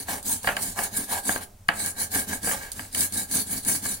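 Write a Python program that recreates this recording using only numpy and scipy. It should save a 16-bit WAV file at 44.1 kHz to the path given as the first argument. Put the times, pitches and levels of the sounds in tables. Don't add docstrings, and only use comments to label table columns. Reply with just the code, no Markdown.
import sys
import numpy as np
from scipy import signal
from scipy.fft import rfft, irfft, next_fast_len
from scipy.io import wavfile
from scipy.ndimage import uniform_filter1d

SR = 44100
rng = np.random.default_rng(int(sys.argv[2]) if len(sys.argv) > 2 else 0)


def master_out(mix):
    frames = np.transpose(np.atleast_2d(mix))
    ceiling = np.clip(frames, -1, 1)
    pcm = np.round(ceiling * 32767).astype(np.int16)
    wavfile.write(sys.argv[1], SR, pcm)


N = 176400

# f/Hz, relative level/dB
ROOM_TONE_EQ = [(15, -17.5), (28, 19), (45, -21.5), (65, -40), (88, 10.5), (130, -14), (210, -8),
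                (320, -34), (650, -18), (1500, -27.5), (3000, -36.5), (9000, -29), (16000, -44)]
# f/Hz, relative level/dB
RUMBLE_EQ = [(10, -40), (22, -23), (29, -12), (42, -30), (70, -13), (200, -41)]
# t/s, level/dB
RUMBLE_FADER = [(0, -52), (1.4, -53), (1.6, -61), (2.3, -53), (2.58, -43), (2.8, -51), (3.3, -51.5),
                (4, -55)]
# f/Hz, t60/s
REVERB_DECAY = [(150, 0.56), (800, 0.46), (2000, 0.12), (6000, 0.12), (15000, 0.13)]
# start/s, end/s, top speed at/fraction of stroke, rasp/dB, ring/dB, thrum/dB, chatter/dB
MULLER_STROKES = [(-.12, 0.067, .5, -30.5, -46, -38, -51), (0.056, 0.228, 0.31, -33.5, -36.5, -39, -32.5),
                  (0.224, 0.416, 0.38, -25, -43.5, -38, -41.5), (0.407, 0.57, 0.41, -32, -46, -44, -38),
                  (0.536, 0.758, 0.52, -27.5, -42.5, -41, -73), (0.74, 0.906, 0.43, -27.5, -36, -44, -32),
                  (0.895, 1.085, 0.46, -27, -39, -36, -68), (1.064, 1.232, 0.41, -28, -35, -41.5, -31),
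                  (1.21, 1.404, 0.48, -26.5, -40.5, -37.5, -44),
                  (1.397, 1.456, 0.42, -39.5, -42.5, -57, -38), (1.694, 1.935, 0.7, -28.5, -36, -41, -74),
                  (1.94, 2.091, 0.5, -28, -37.5, -40.5, -72), (2.098, 2.263, 0.36, -23, -32.5, -35.5, -74),
                  (2.252, 2.401, 0.48, -28, -37, -36.5, -62), (2.407, 2.633, 0.24, -26, -34.5, -39, -70),
                  (2.5, 2.572, 0.48, -47, -39, -56, -29.5), (2.54, 2.733, 0.57, -44.5, -42.5, -54, -49),
                  (2.723, 2.909, 0.43, -37.5, -48.5, -44.5, -51), (2.916, 3.092, 0.63, -21, -38, -37, -73),
                  (3.092, 3.275, 0.54, -27, -40, -38, -67), (3.276, 3.451, 0.53, -21.5, -38, -35, -76),
                  (3.434, 3.635, 0.61, -29, -43, -38, -79), (3.626, 3.82, 0.39, -21.5, -37.5, -36, -83),
                  (3.797, 4.016, 0.28, -28, -41.5, -39.5, -59)]
# f/Hz, relative level/dB
THRUM_EQ = [(40, -31), (68, -11.5), (88, 0.5), (115, -11.5), (165, -6), (208, 1.5), (232, -2), (265, -0.5),
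            (300, -3.5), (340, -19), (405, -9.5), (520, -21), (710, -19), (1000, -23), (2000, -28)]
# f/Hz, relative level/dB
CHATTER_EQ = [(100, -22), (350, -17), (600, -4), (820, 4), (1000, -4), (1300, -14.5), (1600, -11.5),
              (2000, -21.5), (2800, -13.5), (4000, -17), (7000, -14)]
# f/Hz, relative level/dB, t60/s
STONE_MODES = [(199, -34, 0.053), (432, -26, 0.035), (450, -23.5, 0.024), (739.5, -25.5, 0.072),
               (854, -25.5, 0.058), (1142, -11, 0.011), (1276, -18.5, 0.019), (1600, -0.5, 0.024),
               (1765, 2, 0.0088), (1787, -21.5, 0.02), (2200, -14, 0.027), (2966, -2.5, 0.016),
               (4100, -6, 0.0055), (4730, -3.5, .013)]
# f/Hz, lag of the right side/rad
RING_LAG = [(0, -3.5), (800, 1), (1150, -0.1), (1500, -2), (1720, -1.5), (2000, -1.7), (2300, 1.6),
            (3100, 2.1), (4300, -0.9)]
# f/Hz, relative level/dB
RUB_EQ = [(200, -6), (700, 8), (1100, -3.5), (1600, -0.5), (1900, 0.5), (2220, 5), (2700, -4.5),
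          (4500, -0.5)]
# t/s, level/dB, contact time/s
STONE_HITS = [(0.085, -21, 0.00032), (0.4448, -20.5, 0.00019), (0.4726, -8.5, 0.00017),
              (0.4747, -7.5, 0.00012), (.4776, -24, 0.00018), (0.4883, -13, 0.00011),
              (0.4954, -40, 0.000088), (0.5674, -12.5, 0.000044), (.789, -14, 0.00011),
              (1.2925, -9.5, 0.00026), (1.3606, -15.5, 0.00024), (1.6879, -2, 0.000084),
              (2.149, -24, 0.00035), (2.159, -20.5, 0.00065), (2.445, -22.5, 0.0007),
              (2.472, -16.5, 0.00065), (2.474, -28, 0.0006), (2.513, -16, 0.00014), (2.794, -21, 0.00011),
              (2.9491, -16, 0.000011), (3.858, -23, 0.00014)]
# f/Hz, relative level/dB
SKID_EQ = [(100, -16.5), (350, -9), (700, 4.5), (1200, -2), (1650, 2), (2200, -3.5), (3100, -7.5),
           (4500, -29), (8000, -34)]
# t/s, level before the rasp EQ/dB
SEED_CRACKS = [(0.228, -27.5), (.431, -26), (0.566, -20), (0.94, -29), (1.378, -26), (1.6843, -24),
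               (1.799, -34), (1.861, -14), (2.1175, -25), (2.4308, -22.5), (2.4455, -24), (2.7177, -19),
               (2.731, -34), (2.761, -38), (2.928, -29), (2.9473, -15.5), (3.007, -9.5), (3.1234, -21),
               (3.174, -28.5), (3.3125, -19.5), (3.384, -28), (3.649, -20.5), (3.8533, -19), (3.942, -22.5)]
# f/Hz, relative level/dB
RASP_EQ = [(300, -42), (1200, -20), (2700, -18.5), (3400, -12), (4300, -3), (5300, -10), (6500, -4),
           (8000, -0.5), (9700, 4), (11000, -2), (12800, -8), (15800, -5.5)]
# f/Hz, left minus right/dB
RASP_PAN = [(1000, 10.5), (4400, -1.5), (8000, -3.5), (10000, 1), (15000, 1)]

GRIT_PER_S, BUMPS_PER_S, SKIPS_PER_S = 18000, 2500, 1100
BUMP_SPREAD_DB, SKIP_SPREAD_DB, SKIP_SHARED = 3.5, 2, 0.77


def amp(db):
    return 10 ** (np.asarray(db) / 20)


def unit(x):
    return x / np.sqrt(np.mean(x ** 2) + 1e-20)


def curve_at(points, hz):
    f, value = np.transpose(points)
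    return np.interp(np.log(hz + 1), np.log(f + 1), value)


def add(mix, s, sound):
    part = mix[..., round(s * SR):][..., :sound.shape[-1]]
    part += sound[..., :part.shape[-1]]


def convolve(x, response):
    return signal.fftconvolve(np.atleast_2d(x), np.atleast_2d(response), axes=1)[:, :N]


def eq(x, points, size=4096):
    log_gain = np.log(amp(curve_at(points, abs(np.fft.fftfreq(size, 1 / SR)))))
    response = np.fft.ifft(np.exp(signal.hilbert(log_gain).conj())).real
    return convolve(x, response[:size // 2])


def wobble(smooth_s):
    return unit(signal.fftconvolve(rng.standard_normal(N), np.hanning(int(2 * smooth_s * SR)), "same"))


def grains(per_s, spread_db):
    size = amp(spread_db * np.minimum(rng.exponential(1, N), 5))
    return unit(size * rng.choice([-1, 1], N) * (rng.random(N) < per_s / SR))


def stereo_grains(per_s, spread_db, shared):
    left, right, centre = (grains(per_s, spread_db) for _ in range(3))
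    return np.sqrt(1 - shared) * np.array([left, right]) + np.sqrt(shared) * centre


def room_tone(air_db=-50.5, mono_below_hz=600):
    spectrum = rfft(rng.standard_normal((2, N)))
    bass = np.fft.rfftfreq(N, 1 / SR) < mono_below_hz
    air = unit(eq(irfft(np.where(bass, spectrum[0], spectrum), N), ROOM_TONE_EQ))
    rumble = unit(eq(rng.standard_normal(N), RUMBLE_EQ, size=16384))
    rumble_db = np.interp(np.arange(N) / SR, *np.transpose(RUMBLE_FADER))
    return amp(air_db) * air + amp(rumble_db) * rumble


def kitchen_reverb(send, predelay_s=0.0041, mono_below_hz=900):
    taps = rng.standard_normal((2, SR // 2)) * (rng.random((2, SR // 2)) < .1)
    hz, t, spectra = signal.stft(taps, SR, nperseg=256)
    tail = signal.istft(spectra * amp(-60 * t / curve_at(REVERB_DECAY, hz)[:, None]), SR)[1]
    tail = np.pad(tail, ((0, 0), (round(predelay_s * SR), 0)))
    bass = signal.sosfilt(signal.butter(2, mono_below_hz, fs=SR, output="sos"), tail[0])
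    tail = bass + signal.sosfilt(signal.butter(2, mono_below_hz, "high", fs=SR, output="sos"), tail)
    return convolve(send, tail / np.linalg.norm(tail, axis=1, keepdims=True))


def stroke_envelope(levels_db, follow, swell_db=32.5, shape=2.406, edge_s=0.0065, pressure_db=1.3):
    t, power = np.arange(N) / SR, np.zeros(N)
    for (start, end, top, *_), db in zip(MULLER_STROKES, levels_db):
        off_peak = abs(np.interp(t, [start, start + top * (end - start), end], [-1, 0, 1]))
        gate = np.clip(np.minimum(t - start, end - t) / edge_s + 1, 0, 1)
        power += (gate * amp(db - follow * swell_db * off_peak ** shape)) ** 2
    return np.sqrt(power) * amp(pressure_db * wobble(smooth_s=0.019))


def contact_drift(x, depth_db=3.5, width_hz=380, drift_s=.045, size=512):
    spectra = signal.stft(x, nperseg=size)[2]
    ripple = rng.standard_normal(spectra.shape[1:])
    for axis, width in enumerate((width_hz * size / SR, drift_s * SR / (size / 2))):
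        for span in (width, width / 2):
            ripple = uniform_filter1d(ripple, round(span), axis)
    return unit(signal.istft(spectra * amp(depth_db * unit(ripple)))[1][:, :N])


def slab_thrum(levels_db):
    body = unit(eq(grains(BUMPS_PER_S, BUMP_SPREAD_DB), THRUM_EQ))
    return body * stroke_envelope(levels_db, follow=0.73)


def muller_chatter(levels_db):
    scrape = eq(stereo_grains(SKIPS_PER_S, SKIP_SPREAD_DB, SKIP_SHARED), CHATTER_EQ)
    return contact_drift(scrape) * stroke_envelope(levels_db, follow=1)


def stone_ring(contact_s, spread_db=2.5, detune=0.013):
    t = np.arange(SR // 8) / SR
    ring = np.zeros(len(t))
    for k, (hz, db, t60) in enumerate(STONE_MODES):
        decay = amp(db + spread_db * rng.standard_normal() - 60 * t / t60)
        pitch_hz = hz * (1 + detune * rng.standard_normal())
        ring += (-1) ** k * decay * np.sin(2 * np.pi * pitch_hz * t)
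    force = t * np.exp(-t / contact_s)
    left = convolve(ring, force)[0, :len(t)]
    size = next_fast_len(2 * len(t))
    lag = curve_at(RING_LAG, np.fft.rfftfreq(size, 1 / SR))
    right = irfft(rfft(left, size) * np.exp(-1j * lag), size)[:len(t)]
    stereo = np.array([left, right])
    return stereo / abs(stereo).max()


def stone_rub(levels_db, contacts=3):
    ring = sum(convolve(grains(BUMPS_PER_S / contacts, BUMP_SPREAD_DB), stone_ring(contact_s=.00007))
               for _ in range(contacts))
    return unit(eq(ring, RUB_EQ)) * stroke_envelope(levels_db, follow=0.92)


def muller_knocks(skid_db=-21, attack_s=.003, decay_s=0.028):
    hits, skid_level, t = np.zeros((2, N)), np.zeros(N), np.arange(SR // 4) / SR
    skid_shape = np.minimum(t / attack_s, 1) * np.exp(-t / decay_s)
    for s, db, contact_s in STONE_HITS:
        add(hits, s, amp(db) * stone_ring(contact_s))
        add(skid_level, s, amp(db + skid_db) * skid_shape)
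    skid = unit(eq(stereo_grains(GRIT_PER_S, SKIP_SPREAD_DB, SKIP_SHARED), SKID_EQ))
    return hits + skid_level * skid


def spice_rasp(levels_db, clump_db=2, coarse_hz=5930, brighten=0.34, pivot_db=-35, crack_decay_s=0.0045):
    clumps = amp(clump_db * wobble(smooth_s=0.0094))
    grit = unit(contact_drift(stereo_grains(GRIT_PER_S, spread_db=3, shared=0.05)) * clumps)
    level = stroke_envelope(levels_db, follow=0.99)
    coarse = signal.sosfiltfilt(signal.butter(2, coarse_hz, fs=SR, output="sos"), grit)
    fine = grit - coarse
    coarse_gain = np.maximum(level / amp(pivot_db), .1) ** -brighten
    crushed = (fine + coarse * coarse_gain) * level
    t = np.arange(SR // 50) / SR
    for s, db in SEED_CRACKS:
        add(crushed, s, amp(db) * np.exp(-t / crack_decay_s) * rng.uniform(-1.07, 1, (2, len(t))))
    rasp = eq(crushed, RASP_EQ) / eq(grit, RASP_EQ).std()
    lean_db = curve_at(RASP_PAN, np.fft.rfftfreq(N, 1 / SR)) / 2
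    return irfft(rfft(rasp) * amp([lean_db, -lean_db]), N)


def scene():
    rasp_db, ring_db, thrum_db, chatter_db = np.transpose(MULLER_STROKES)[3:]
    rasp = spice_rasp(rasp_db)
    ring = stone_rub(ring_db)
    clatter = muller_chatter(chatter_db) + muller_knocks()
    reverb = kitchen_reverb(amp(-4) * rasp + amp(-6.5) * ring + amp(-11.5) * clatter)
    return rasp + ring + clatter + slab_thrum(thrum_db) + reverb + room_tone()


def record(dry):
    high_cut = signal.firwin(511, 15900, window=("kaiser", 9), fs=SR)
    return signal.oaconvolve(dry, high_cut[None], "same")


dry = scene()
out = record(dry)
master_out(out)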